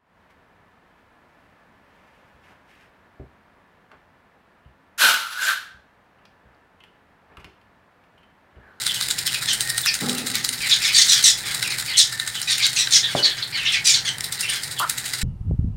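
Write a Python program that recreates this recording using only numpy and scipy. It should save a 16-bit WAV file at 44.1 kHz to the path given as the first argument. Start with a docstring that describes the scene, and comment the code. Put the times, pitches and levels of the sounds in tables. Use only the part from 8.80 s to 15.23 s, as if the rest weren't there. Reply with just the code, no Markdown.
"""Two ducks dabble grain from a palm, close by in a brick-walled pen. Their bills strike about twelve
times a second and scatter the seeds; each impact excites the resonances of the hollow bill.
Birds chirp and rasp with the two sides of the syrinx, whistle further off, and once cluck as pulses
ring the throat. Something thuds far away, something knocks close by, and the yard murmurs underneath.
The walls return short echoes."""
import sys
import numpy as np
from scipy import signal
from scipy.fft import rfft, irfft
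from scipy.io import wavfile
from scipy.ndimage import uniform_filter1d, minimum_filter1d, map_coordinates

SR = 44100
rng = np.random.default_rng(int(sys.argv[2]) if len(sys.argv) > 2 else 0)


def inscribe(sig):
    """Save sig as 16-bit PCM at rate SR to the path in sys.argv[1].

    A 1-D sig is mono; a 2-D sig holds one channel per row.
    Samples are clipped to [-1, 1] before scaling.
    """
    pcm = np.round(np.clip(np.atleast_2d(sig).T, -1, 1) * 32767)
    wavfile.write(sys.argv[1], SR, pcm.astype(np.int16))


N = 283563
TIME = np.arange(N) / SR
FREQS = np.maximum(np.arange(N + 1) * SR / (2 * N), 1)


def undb(db):
    """Decibels to amplitude ratio."""
    return 10 ** (np.asarray(db) / 20)


def unit(x):
    """Normalisation to rms 1."""
    return x / np.sqrt(np.mean(x ** 2) + 1e-18)


def add(track, start_s, x):
    """Superposition: x is summed into the track from start_s."""
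    i = int(np.clip(start_s * SR, 0, N - 1))
    track[i:i + len(x)] += x[:N - i]


def clock(length_s):
    """Sample times of a short event."""
    return np.arange(int(length_s * SR)) / SR


def contour(points):
    """Spectral envelope: (frequency [Hz], level [dB]) points joined on a log-frequency axis."""
    hz, db = np.transpose(points)
    return np.interp(np.log(FREQS), np.log(hz), db)


def colour(x, db):
    """Minimum-phase filter of this spectral shape, scaled so that white noise keeps its power."""
    cepstrum = irfft(np.log(unit(undb(db)) + 1e-6))
    cepstrum[1:N] *= 2
    cepstrum[N + 1:] = 0
    return irfft(rfft(x, 2 * N) * np.exp(rfft(cepstrum)))[:N]


def resonance(x, hz, width_hz):
    """Damped resonator: a two-pole band-pass."""
    quality = max(hz / width_hz, .2)
    return signal.lfilter(*signal.iirpeak(min(hz, SR * .45), quality, fs=SR), x)


def wander(size, hz):
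    """Random modulation of standard deviation 1, joining hz new values a second."""
    knots = np.arange(size) * hz / SR
    values = rng.standard_normal(size // 8 + 4)
    return map_coordinates(values, [knots], order=1, mode="wrap") * np.sqrt(3 / 2)


def grains(size, per_s, spread_db):
    """Shot noise: randomly timed impulses of unequal strength, rms 1."""
    hit = rng.random(size) < per_s / SR
    sign = rng.choice([-1, 1], size)
    strength = undb(spread_db * np.minimum(rng.exponential(size=size), 4))
    return unit(hit * sign * strength)


def stirring(tilt_db_per_octave=0.7):
    """Granular noise: seeds shifting between the strokes collide in many tiny impacts."""
    # envelope of the stirring: (time [s], level [dB])
    envelope = [(0.0, -26.5), (0.43, -36), (0.61, -33.5), (1.68, -33), (1.97, -29), (2.31, -26),
                (2.36, -25), (2.49, -30.5), (2.7, -31), (3.53, -36), (3.92, -32.5), (4.15, -33.5),
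                (4.53, -39.5), (5.44, -45), (5.59, -34.5), (6.11, -39), (6.43, -31.5)]
    times, db = np.transpose(envelope)
    surge_db = 2.5 * wander(N, hz=90)
    tilt_db = tilt_db_per_octave * np.log2(np.clip(FREQS, 1500, 14000))
    seeds = colour(grains(N, per_s=3000, spread_db=4.5), tilt_db)
    return seeds * undb(np.interp(TIME, times, db) + 0.5 + surge_db)


def dabbling(strokes_per_s=12.3, touch_db=3.0, spill_db=-16.5):
    """Impact excitation: the bill scoops and cracks seeds, and each contact rings its cavity modes."""
    # runs of evenly paced strokes: (first [s], last [s], level [dB], tilt [dB/octave])
    bouts = [(0.065, .625, -23.5, 1), (0.733, 1.142, -21.5, 4), (1.209, 1.732, -24.5, 1),
             (2.75, 3.062, -26, 0.5), (3.327, 3.856, -28.5, -1.5), (5.443, 5.698, -23.5, 2.5),
             (5.76, 5.991, -27.5, 2), (6.1, 6.418, -25.5, 0)]
    # hard cracks on a seed: (time [s], level [dB], tilt [dB/octave])
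    snaps = [(0.067, -14, -2.5), (0.212, -15, 0), (.228, -21, 0), (.286, -14.5, 1.5), (.311, -11.5, 0.5),
             (0.39, -13.5, 3), (0.469, -10, 6), (0.477, -14, -2), (.659, -18.5, 0), (.688, -19.5, -8),
             (.808, -12, 1.5), (.902, -12, 2.5), (.981, -10.5, -0.5), (1.016, -10.5, 11),
             (1.061, -11.5, -2), (1.142, -16, -1.5), (1.153, -19.5, -3.5), (1.296, -17.5, -2),
             (1.351, -15, 9), (1.466, -17.5, 5), (1.555, -8, 3.5), (1.648, -11, 1.5), (1.691, -9, 1.5),
             (2.828, -12.5, -1), (2.923, -20.5, -3), (2.986, -17, 2), (3.026, -20, -2), (3.399, -16.5, 1),
             (3.477, -15.5, -1), (3.617, -17, 2.5), (3.783, -14, 6), (3.867, -11, 2), (4.074, -14.5, -7),
             (5.384, -21.5, 0), (5.408, -17, 0.5), (5.441, -27, 9), (5.525, -14, 5), (5.609, -11.5, 5.5),
             (5.835, -21, 0.5), (5.997, -7, 9), (6.098, -5.5, 5.5), (6.184, -14.5, 2), (6.262, -22, 0),
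             (6.336, -16.5, 0.5)]
    # spectrum of bill and seeds in the palm: (frequency [Hz], level [dB])
    bill_spectrum = [(400, -72), (800, -18.5), (1050, -17), (1500, 0.5), (1900, -7), (2700, -5.5),
                     (3800, -2), (5200, -7.5), (6200, -6), (7200, -1.5), (9200, -4), (10500, -9),
                     (16000, -14)]
    # resonances of the hollow bill: (frequency [Hz], bandwidth [Hz], gain [dB])
    bill_modes = [(2010, 240, 10), (3937, 450, 8), (4730, 770, 8.5), (5300, 210, 7.5), (7870, 420, -0.5),
                  (8900, 1160, 4.5)]
    snap_rise_s, snap_decay_s = 0.0012, 0.0014
    rattle_rise_s, rattle_decay_s = 0.0058, 0.024
    track = stirring()
    # every contact is a snap of the bill plus a rattle of seeds
    contacts = [(at, db, db + spill_db, tilt) for at, db, tilt in snaps]
    for first, last, db, tilt in bouts:
        for at in np.linspace(first, last, round((last - first) * strokes_per_s) + 1):
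            stroke_db = db - 0.5 * rng.standard_normal()
            contacts.append((at, stroke_db + touch_db, stroke_db, tilt))
    t = clock(.07) - .015  # zero at the contact
    size = len(t)
    before, after = np.minimum(t, 0), np.maximum(t, 0)
    snap_envelope = np.exp(before / snap_rise_s - after / snap_decay_s)
    rattle_envelope = np.exp(before / rattle_rise_s - after / rattle_decay_s)
    octaves = np.log2(np.clip(np.arange(size // 2 + 1) * SR / size, 1500, 14000) / 5500)
    for at, snap_db, rattle_db, tilt in contacts:
        snap = unit(rng.standard_normal(size) * snap_envelope) * np.sqrt(0.0015 * SR / size)
        rattle = grains(size, per_s=8000, spread_db=2.4) * rattle_envelope
        impact = undb(snap_db) * snap + undb(rattle_db) * rattle
        spot_db = 3 * wander(len(octaves), hz=700)  # each spot struck has its own colour
        response = unit(undb(tilt * octaves + spot_db))
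        add(track, at + t[0], irfft(rfft(impact) * response, size))
    cavity_db = sum(db / (1 + (2 * (FREQS - hz) / width) ** 2) for hz, width, db in bill_modes)
    return colour(track, contour(bill_spectrum) + cavity_db)


def yard(hum_hz=122):
    """Ambient noise: a low broadband murmur and a hum, both randomly modulated."""
    # murmur spectrum ahead of the treble roll-off: (frequency [Hz], level [dB])
    spectrum = [(20, -82), (32, -18), (48, -1), (70, -10.5), (125, 5), (240, -9), (450, -10.5),
                (620, -13.5), (850, -7), (1100, -13.5), (1900, 0.5), (2700, -14), (6000, -35), (9000, -16),
                (16000, -13)]
    rolloff_db = 4 * np.log2(np.maximum(FREQS / 2500, 1))
    murmur = colour(rng.standard_normal(N), contour(spectrum) - rolloff_db)
    phase = 2 * np.pi * np.cumsum(hum_hz + 5 * wander(N, hz=24.34)) / SR
    hum = np.sin(phase) * undb(wander(N, hz=9.1))
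    return undb(-39.5 + 0.85 * wander(N, hz=2.47)) * murmur + undb(-49.5) * hum


def chirps(fall_octaves_per_s=5.3, jitter=.06, hoarse_db=-11, second_ratio=1.36, second_db=-7):
    """Biphonation: each side of the syrinx sings a falling note; fast modulation makes them hoarse."""
    # hoarse chirps: (time [s], duration [s], starting pitch [Hz], level [dB])
    notes = [(0.063, 0.054, 3815, -27.5), (0.149, 0.032, 3240, -34), (0.466, 0.036, 3350, -31.5),
             (0.541, 0.027, 2680, -29.5), (1.031, 0.021, 3650, -31.5), (1.064, 0.036, 2680, -24.5),
             (1.068, 0.03, 5380, -20.5), (1.349, 0.061, 3015, -39.5), (1.803, 0.076, 2530, -28),
             (1.911, 0.026, 3830, -15.5), (2.006, 0.061, 2640, -28.5), (2.072, 0.055, 2684, -26.5),
             (2.832, 0.053, 2820, -32), (2.89, 0.056, 2650, -33.5), (3.075, 0.068, 2432, -29.5),
             (3.133, 0.037, 3470, -26), (3.542, 0.053, 3526, -34), (3.785, 0.06, 2580, -27),
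             (3.827, 0.026, 4010, -19), (3.963, 0.033, 2670, -25.5), (4.137, .037, 5900, -16.5),
             (4.229, 0.042, 1970, -23), (4.427, 0.039, 4580, -16.5), (4.448, 0.086, 2160, -32),
             (4.623, 0.0089, 4170, -21.5), (4.724, 0.065, 2400, -28.5), (4.746, 0.1, 3360, -32),
             (4.852, .027, 2890, -22.5), (4.862, 0.04, 3850, -22), (4.925, 0.052, 2710, -23),
             (5.14, 0.013, 4170, -16.5), (5.571, 0.03, 2175, -36.5), (5.625, 0.042, 2806, -30),
             (5.677, 0.029, 3110, -29), (5.964, 0.048, 3563, -33)]
    equal_hz, overtone_db_per_octave = 2454, -44  # overtone equals the note here, fades for higher notes
    track = np.zeros(N)
    for start, length, hz, db in notes:
        t = clock(length)
        pitch = hz * 2 ** (-fall_octaves_per_s * t) * (1 + jitter * wander(len(t), hz=915))
        phase = 2 * np.pi * np.cumsum(pitch) / SR
        flutter = undb(2.0 * wander(len(t), hz=410))
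        hoarseness = 1 + undb(hoarse_db) * wander(len(t), hz=2127)
        overtone_db = overtone_db_per_octave * np.log2(hz / equal_hz)
        first_side = np.sin(phase) + undb(overtone_db) * np.sin(2 * phase)
        second_side = undb(second_db + min(overtone_db, 0) / 2) * np.sin(second_ratio * phase)
        envelope = np.sin(np.pi * t / length) ** 0.24
        note = (first_side + second_side) * flutter * hoarseness * envelope
        add(track, start, undb(db) * unit(note))
    return track


def rasps(release_s=0.018, jitter=0.0435, fall=.12, air_db=-1):
    """Source and filter: both sides of the syrinx flap unsteadily in rushing air, shaped by the throat."""
    # harsh calls: (time [s], duration [s], rise time [s], level [dB])
    calls = [(0.673, 0.039, 0.016, -19), (1.529, 0.066, 0.012, -28.5), (1.893, 0.053, 0.0047, -19),
             (2.02, 0.052, .032, -18.5), (2.137, 0.083, 0.036, -12.5), (2.28, 0.056, 0.031, -11.5),
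             (2.354, 0.041, 0.0068, -22.5), (2.438, 0.055, 0.006, -9), (2.633, 0.084, 0.043, -29.5),
             (3.169, 0.036, 0.02, -8), (3.673, 0.06, 0.029, -18), (3.816, 0.04, .01, -19.5),
             (3.953, 0.059, 0.076, -14), (4.106, .062, 0.041, -13), (4.271, 0.047, .035, -28),
             (4.356, 0.034, 0.0096, -24), (4.441, 0.022, 0.013, -21.5), (4.568, 0.014, 0.026, -27),
             (4.75, 0.038, 0.019, -29), (4.814, 0.097, 0.016, -31.5), (4.919, 0.029, 0.0091, -21),
             (5.042, .066, 0.032, -10.5), (5.134, 0.021, 0.043, -15), (5.248, 0.037, 0.027, -21.5),
             (5.688, 0.08, 0.0053, -28)]
    # spectral envelope common to the calls: (frequency [Hz], level [dB])
    spectrum = [(470, -115), (800, -46), (1080, 7), (1780, -5.5), (2150, -7), (2380, -6.5), (2800, -6),
                (3980, -7), (4340, -7), (6650, -9), (7830, -10), (9100, -7), (10400, -15), (16000, -15.5)]
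    loud_throat_hz, db_per_octave = 7130, 23.5  # softer calls have a lower throat resonance
    track, t = np.zeros(N), clock(.25)
    for start, length, rise, db in calls:
        tones = 0
        for side_hz in (1900, 2350):
            start_hz = side_hz * (1 + 0.055 * rng.standard_normal())
            pitch = start_hz * np.exp(-fall * t / length + jitter * wander(len(t), hz=595.8))
            phase = 2 * np.pi * np.cumsum(pitch) / SR
            tones += sum(np.sin(k * phase) * undb(4.5 * wander(len(t), hz=162)) for k in range(1, 5))
        source = unit(tones) + undb(air_db) * rng.standard_normal(len(t))
        throat_hz = loud_throat_hz * 2 ** (db / db_per_octave)
        voice = resonance(source, throat_hz, throat_hz * 0.83)
        # a tighter throat also sheds the low partials
        voice = signal.sosfilt(signal.butter(3, throat_hz * 0.48, "high", fs=SR, output="sos"), voice)
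        flutter = undb(2.04 * wander(len(t), hz=326))
        effort = np.minimum(t / rise, 1) ** 0.44 * np.exp(-np.maximum(t - length, 0) / release_s)
        add(track, start, undb(db - 2.5) * effort * unit(voice * flutter))
    return colour(track, contour(spectrum))


def whistles(jitter=0.008):
    """Nearly pure tones of a bird further off, wavering by slight frequency and amplitude modulation."""
    # thin whistles: (time [s], duration [s], pitch [Hz], level [dB])
    notes = [(.82, .18, 1860, -37), (1.07, .08, 1800, -40), (3.27, .27, 1790, -40.5)]
    track = np.zeros(N)
    for start, length, hz, db in notes:
        t = clock(length)
        phase = 2 * np.pi * np.cumsum(hz * (1 + jitter * wander(len(t), hz=248))) / SR
        flutter = undb(1.6 * wander(len(t), hz=59))
        envelope = np.sqrt(np.sin(np.pi * t / length))
        add(track, start, undb(db) * unit(np.sin(phase) * flutter * envelope))
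    return track


def thud(start_s=1.19, attack_s=0.036, hold_s=0.046, ring_hz=243, db=-29):
    """Double-slope decay: a far, hollow bang rings on one low note, drops fast and rolls away faintly."""
    # spectrum of the rumble: (frequency [Hz], level [dB])
    spectrum = [(60, -39), (140, -9.5), (240, -4), (330, -12), (450, -12), (680, -23.5), (810, -13),
                (950, -29), (1300, -15.5), (2500, -45)]
    fall_db_per_s, roll_db, roll_db_per_s = 48, -36, 24
    age = TIME - start_s
    fading_s = np.maximum(age - attack_s - hold_s, 0)
    attack = np.clip(age / attack_s, 0, 1) ** 2
    decay = undb(-fall_db_per_s * fading_s) + undb(roll_db - roll_db_per_s * fading_s)
    rumble = colour(rng.standard_normal(N), contour(spectrum))
    phase = 2 * np.pi * np.cumsum(ring_hz + 11 * wander(N, hz=59.4)) / SR
    ring = np.sin(phase) * undb(2 * wander(N, hz=41.1))
    return undb(db) * (rumble + ring) * attack * decay


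def knock(start_s=4.351, upper_hz=680, lower_hz=150, swing_db=-4, clatter_db=-24):
    """Heavily damped oscillation: a soft, close bump swings two modes and leaves a low clatter."""
    track, t = np.zeros(N), clock(.25)
    swing = np.sin(2 * np.pi * upper_hz * t) * np.exp(-t / 0.0018)
    swing += 0.47 * np.sin(2 * np.pi * lower_hz * t) * np.exp(-t / 0.0041)
    noise = resonance(rng.standard_normal(len(t)), hz=380, width_hz=570)
    clatter = unit(resonance(noise, hz=350, width_hz=730)) * np.exp(-t / 0.055)
    add(track, start_s, undb(swing_db) * swing + undb(clatter_db) * clatter)
    return signal.sosfilt(signal.butter(3, 130, "high", fs=SR, output="sos"), track)


def cluck(ring_s=0.0011, closing_s=.004):
    """Pulse-excited formant: pulses quicken and slow again, each ringing one throat resonance."""
    # course of the cluck: (time [s], pulse rate [Hz], throat resonance [Hz], level [dB])
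    course = [(6.001, 179, 1210, -20), (6.012, 234, 1140, -23), (6.02, 308, 1220, -24),
              (6.031, 367, 1440, -21.5), (6.045, 322, 1220, -22), (6.053, 276, 1140, -21)]
    times, *columns = np.transpose(course)
    t = times[0] + clock(times[-1] - times[0])
    pulse_hz, throat_hz, db = (np.interp(t, times, column) for column in columns)
    pulse_age = np.cumsum(pulse_hz) / SR % 1 / pulse_hz
    pulses = np.sin(2 * np.pi * throat_hz * pulse_age) * np.exp(-pulse_age / ring_s)
    voice = resonance(pulses, hz=1230, width_hz=570)
    voice = resonance(voice, hz=650, width_hz=1200)
    closing = np.minimum((t[-1] - t) / closing_s, 1)
    track = np.zeros(N)
    add(track, times[0], unit(voice) * undb(db) * closing)
    return track


def pen(x, t60_s=0.22, gap_s=.003):
    """Reverberation: brick walls and ground return a decaying scatter of echoes, dull at the top."""
    t = clock(.5)
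    decay = np.exp(-np.log(1000) * t / t60_s) * (t > gap_s)
    reflections = grains(len(t), per_s=970, spread_db=1.0) * decay
    response = resonance(reflections, hz=1700, width_hz=6900)
    return signal.fftconvolve(x, response / np.sqrt(np.sum(response ** 2)))[:N]


def scene():
    """Direct-to-reverberant ratio sets distance: the bills are close, the calls further into the pen."""
    bills, harsh, notes, call, bump = dabbling(), rasps(), chirps() + whistles(), cluck(), knock()
    direct = bills + harsh + notes + call + bump
    echoes = pen(undb(-19) * bills + undb(-5.5) * harsh + undb(-4) * notes
                 + undb(-12.5) * call + undb(-18) * bump)
    return (direct + echoes + thud() + yard())[None]


def record(dry):
    """Peak limiting: a fast gain dip catches the highest peaks, then a low-pass cuts the top."""
    window_samples, cutoff_hz = 25, 15900
    allowed_gain = np.minimum(1 / (np.abs(dry) + 1e-9), 1)
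    gain = uniform_filter1d(minimum_filter1d(allowed_gain, window_samples), window_samples)
    return signal.sosfilt(signal.ellip(10, .2, 70, cutoff_hz, fs=SR, output="sos"), dry * gain)


dry = scene()
out = record(dry)
inscribe(out)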